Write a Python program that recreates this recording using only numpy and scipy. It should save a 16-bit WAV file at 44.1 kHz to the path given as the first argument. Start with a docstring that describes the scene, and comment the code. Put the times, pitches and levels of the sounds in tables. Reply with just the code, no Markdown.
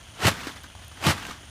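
"""Night air in an open field: a low rumble, far insects in throbbing noise bands, a faint restless rustle.
A large plastic bag folds softly, then is swung down at about a quarter of a second: a rush of buckling
creases and ringing panels, air buffeting the film, and bright snaps with puffs of air as it pulls taut.
It rustles with soft folds and lone ticks while it is lifted again, comes down once more just after one
second, and crumples away in a last rustle."""
import sys
import numpy as np
from scipy import signal
from scipy.fft import rfft, irfft
from scipy.io import wavfile

SR = 44100
rng = np.random.default_rng(int(sys.argv[2]) if len(sys.argv) > 2 else 0)


def wrap_up_sound(samples):
    """Save the sound to the file named by the first command line argument, as 16-bit audio."""
    columns = np.atleast_2d(samples).T
    # keep every value between -1 and 1, then stretch to whole-number steps
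    tamed = np.clip(columns, -1, 1)
    steps = np.round(tamed * 32767).astype(np.int16)
    wavfile.write(sys.argv[1], SR, steps)


N = 66150
T = np.arange(N) / SR

# Spectra of each layer: (frequency [Hz], relative density [dB]); only the shape counts
# night rumble and air
NIGHT_SPECTRUM = [(20, -42), (42, -10.5), (60, 0), (80, 5), (120, -3.5), (190, -15.5), (400, -24),
                  (700, -14.5), (1300, -27), (2600, -19), (4500, -27), (8000, -34.5), (15000, -43)]
# creases of the slack film
SLACK_SPECTRUM = [(80, -3), (160, 4), (270, 4.5), (480, -9.5), (900, 0), (1600, 1.5), (2600, -6.5),
                  (4000, -7), (7000, -12), (10000, -19), (15000, -24)]
# creases of the film rushing down
TAUT_SPECTRUM = [(100, -23), (200, -6.5), (400, 0), (700, 0), (1250, -1.5), (2200, -4.5), (4000, -8),
                 (6000, -13), (9000, -17.5), (11000, -22), (15000, -27)]
# air buffeting the film
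AIR_SPECTRUM = [(20, -56), (50, -24.5), (90, 7.5), (180, -2.5), (260, -11.5), (420, -16.5), (800, -29),
                (3000, -60)]
# bright creases of a snap
CRACK_SPECTRUM = [(100, -28), (400, -7.5), (1200, 6), (2200, -0.5), (4000, -4), (7000, -9), (10000, -12.5),
                  (15000, -21)]
# thin click of a lone crease
TICK_SPECTRUM = [(500, -13), (3000, 3), (6000, -1), (10000, -3), (13000, 2), (16000, -12)]

# Far insect choruses: (centre [Hz], bandwidth [Hz], level [dB])
INSECT_BANDS = [(3160, 500, -56), (6380, 980, -60.5), (9330, 1120, -60.5)]
# Soft folds of the slack film: (time [s], film level [dB], decay [s], puff level before trim [dB])
FOLDS = [(.158, -55.5, 0.006, -66), (0.311, -34, 0.019, -50), (0.404, -48, 0.0082, -50),
         (0.47, -31.5, 0.0057, -24), (0.559, -42, 0.021, -52), (0.639, -43.5, 0.012, -54),
         (0.751, -43.5, 0.0023, -64), (0.817, -47, 0.019, -71), (.915, -48.5, 0.016, -52),
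         (.970, -45.5, 0.0073, -43), (1.178, -34, 0.006, -60), (1.251, -37, 0.0059, -46.5),
         (1.287, -41.5, 0.0062, -36), (1.309, -37.5, 0.0057, -47), (1.409, -51, .012, -47),
         (1.433, -50, 0.0066, -44.5)]
# The bag crumples and is lifted: (time of full level [s], hold [s], level [dB])
LIFTS = [(.29, 0.21, -39), (1.112, 0.2, -39.5)]
# Air rushes over the film on the way down:
# (time the bag fills [s], held full [s], crease level [dB], air buffeting level [dB])
STROKES = [(0.226, 0.016, -36.5, -54), (.254, 0.031, -23.5, -31), (1.064, .041, -22, -29.5)]
# The film pulls taut:
# (time [s], crack level [dB], crack decay [s], puff level before trim [dB], puff pitch [Hz])
SNAPS = [(0.2335, -36, .006, -31, 140), (0.2493, -25, 0.011, -15.5, 366), (0.2542, -41, .004, -14, 107),
         (0.2674, -15.5, 0.013, -26, 110), (0.275, -33, 0.0029, -16.5, 183), (0.2812, -23, 0.012, -21, 179),
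         (1.039, -26, 0.0072, -31, 152), (1.058, -30, 0.0023, -27, 246),
         (1.0666, -17.5, 0.003, -11.5, 149.7), (1.0819, -24.5, 0.0039, -23.5, 157),
         (1.091, -26, 0.0073, -16, 103), (1.1053, -24, 0.019, -22.5, 121)]
# Single stiff creases: (time [s], level [dB])
TICKS = [(0.635, -41.5), (0.846, -45), (.881, -42), (1.116, -32), (1.268, -35)]

NIGHT_DB = -47.5
# throb: depth as a log-gain exponent, and how fast it may flutter
INSECT_THROB_DEPTH, INSECT_THROB_CUTOFF_HZ = 0.21, 65

LIFT_RISE_DB_PER_S, LIFT_FADE_DB_PER_S, IDLE_DB = 164, 216, -53.5
FOLD_RISE_S, FOLD_PUFF_HZ = 0.001, 278
SWELL_DB_PER_S, SLACKEN_DB_PER_S = 372, 521
AIR_SWELL_DB_PER_S, AIR_FADE_DB_PER_S = 449, 411
SNAP_RISE_S = 0.00047
TICK_RISE_S, TICK_DECAY_S = 0.00025, 0.0012

TAUT_CREASES_PER_S, SLACK_CREASES_PER_S, IDLE_CREASES_PER_S = 11000, 3500, 700
CREASE_SPREAD_DB = 2
SCATTER_DB, SCATTER_S = -7, 0.003  # smear against the clicks, and the decay time of its power
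PANEL_RING_DB = -6  # against the creases
PANEL_CYCLES, PANEL_FLIPS_PER_S = 38, 60  # cycles to ring down by 60 dB; flips of each panel
PUFF_CYCLES, PUFF_TRIM_DB = 0.62, -2  # cycles until the puff's envelope peaks; trim on every puff
CUTOFF_HZ = 15150


def from_db(db):
    """Decibels to gain."""
    return 10 ** (np.asarray(db) / 20)


def rms_one(x):
    """Scale to unit power."""
    return x / np.sqrt(np.mean(x ** 2) + 1e-20)


def colour(x, spectrum):
    """Causal (minimum-phase) filter through the given points, with unit power gain."""
    size = 2 * N
    hz, db = np.transpose(spectrum)
    bins_hz = np.arange(N + 1) * SR / size
    gain = rms_one(from_db(np.interp(np.log(bins_hz + 1), np.log(hz), db)))
    # folding the cepstrum onto positive time gives the minimum phase
    cepstrum = irfft(np.log(gain))[:N]
    cepstrum[1:] *= 2
    response = np.exp(rfft(cepstrum, size))
    return irfft(rfft(x, size) * response)[:N]


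def noise():
    """White noise."""
    return rng.standard_normal(N)


def swell(start, hold, rise, fall):
    """Rise up to start, hold, then fall; the slopes are in dB per second."""
    before = np.maximum(start - T, 0)
    after = np.maximum(T - start - hold, 0)
    return from_db(-rise * before - fall * after)


def burst(start, rise, decay):
    """Quick onset and exponential decay, height 1."""
    age = np.maximum(T - start, 0)
    shape = (1 - np.exp(-age / rise)) * np.exp(-age / decay)
    return shape / (shape.max() + 1e-12)


def night_air():
    """A steady low rumble of shaped noise with a faint airy top."""
    return from_db(NIGHT_DB) * rms_one(colour(noise(), NIGHT_SPECTRUM))


def insects():
    """Many far insects merge into narrow, throbbing bands."""
    out = 0
    for hz, width, db in INSECT_BANDS:
        edges = [hz - width / 2, hz + width / 2]
        band = signal.sosfilt(signal.butter(2, edges, "band", fs=SR, output="sos"), noise())
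        flutter = signal.butter(2, INSECT_THROB_CUTOFF_HZ, fs=SR, output="sos")
        throb = rms_one(signal.sosfilt(flutter, noise()))
        out = out + from_db(db) * rms_one(band * np.exp(INSECT_THROB_DEPTH * throb))
    return out


def creases(per_s):
    """Random buckling clicks of uneven size, each smeared briefly by the film around it."""
    spread = CREASE_SPREAD_DB * np.minimum(rng.exponential(1, N), 4)
    sizes = from_db(spread) * rng.choice([-1, 1], N)
    clicks = sizes * (rng.random(N) < per_s / SR)
    # each click leaves a short tail of noise
    power = signal.lfilter([1], [1, -np.exp(-1 / (SCATTER_S * SR))], clicks ** 2 + 1e-18)
    scatter = rms_one(np.sqrt(power) * noise())
    return rms_one(rms_one(clicks) + from_db(SCATTER_DB) * scatter)


def panels():
    """Patches of film between the creases flip and ring briefly, each at a pitch of its own."""
    out = 0
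    for hz in np.geomspace(350, 3500, num=22) * rng.uniform(0.88, 1.05, 22):
        flips = rng.standard_normal(N) * (rng.random(N) < PANEL_FLIPS_PER_S / SR)
        angle = 2 * np.pi * hz / SR
        radius = from_db(-60 * hz / (PANEL_CYCLES * SR))
        resonance = [1, -2 * radius * np.cos(angle), radius * radius]
        ring = signal.lfilter([1, 0, -1], resonance, flips + 1e-18)
        out = out + np.sqrt(hz) * rms_one(ring)
    return rms_one(out)


def puff(start, db, hz):
    """Jolted air in the bag swings for a cycle or two; pressure is the rate of change of its flow."""
    cycles = np.maximum(T - start, 0) * hz
    age = cycles / PUFF_CYCLES
    flow = from_db(db) * age * np.exp(1 - age) * np.cos(2 * np.pi * cycles)
    pressure = np.gradient(flow) * SR / (2 * np.pi * hz)
    return pressure * from_db(PUFF_TRIM_DB)


def rustle():
    """The slack bag crumples after each stroke, folds over and never quite rests."""
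    lifts = sum(from_db(db) * swell(s, hold, LIFT_RISE_DB_PER_S, LIFT_FADE_DB_PER_S)
                for s, hold, db in LIFTS)
    folds = sum(from_db(db) * burst(s, FOLD_RISE_S, decay) for s, db, decay, _ in FOLDS)
    motion = np.hypot(lifts, folds)
    idle = from_db(IDLE_DB) * creases(IDLE_CREASES_PER_S)
    film = colour(motion * creases(SLACK_CREASES_PER_S) + idle, SLACK_SPECTRUM)
    ringing = motion * from_db(PANEL_RING_DB) * panels()
    puffs = sum(puff(s, db, FOLD_PUFF_HZ) for s, _, _, db in FOLDS)
    return film + ringing + puffs


def downstrokes():
    """A rush of creases and flipping panels, and air buffeting the film."""
    rush = sum(from_db(db) * swell(s, hold, SWELL_DB_PER_S, SLACKEN_DB_PER_S)
               for s, hold, db, _ in STROKES)
    air = sum(from_db(db) * swell(s, hold, AIR_SWELL_DB_PER_S, AIR_FADE_DB_PER_S)
              for s, hold, _, db in STROKES)
    film = colour(rush * creases(TAUT_CREASES_PER_S), TAUT_SPECTRUM)
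    ringing = rush * from_db(PANEL_RING_DB) * panels()
    buffeting = colour(air * noise(), AIR_SPECTRUM)
    return film + ringing + buffeting


def snaps():
    """Each snap is a bright volley of creases on a puff of air."""
    volleys = sum(from_db(db) * burst(s, SNAP_RISE_S, decay) for s, db, decay, _, _ in SNAPS)
    cracks = colour(volleys * creases(TAUT_CREASES_PER_S), CRACK_SPECTRUM)
    puffs = sum(puff(s, db, hz) for s, _, _, db, hz in SNAPS)
    return cracks + puffs


def ticks():
    """Lone stiff creases flip with a thin click, a very short burst of noise."""
    clicks = sum(from_db(db) * burst(s, TICK_RISE_S, TICK_DECAY_S) for s, db in TICKS)
    return colour(noise() * clicks, TICK_SPECTRUM)


def scene():
    """The bag over the night air, in one channel."""
    field = night_air() + insects()
    bag = rustle() + downstrokes() + snaps() + ticks()
    return (field + bag)[None]


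def record(dry):
    """The top is cut steeply."""
    return signal.sosfilt(signal.ellip(10, .1, 90, CUTOFF_HZ, fs=SR, output="sos"), dry)


dry = scene()
out = record(dry)
wrap_up_sound(out)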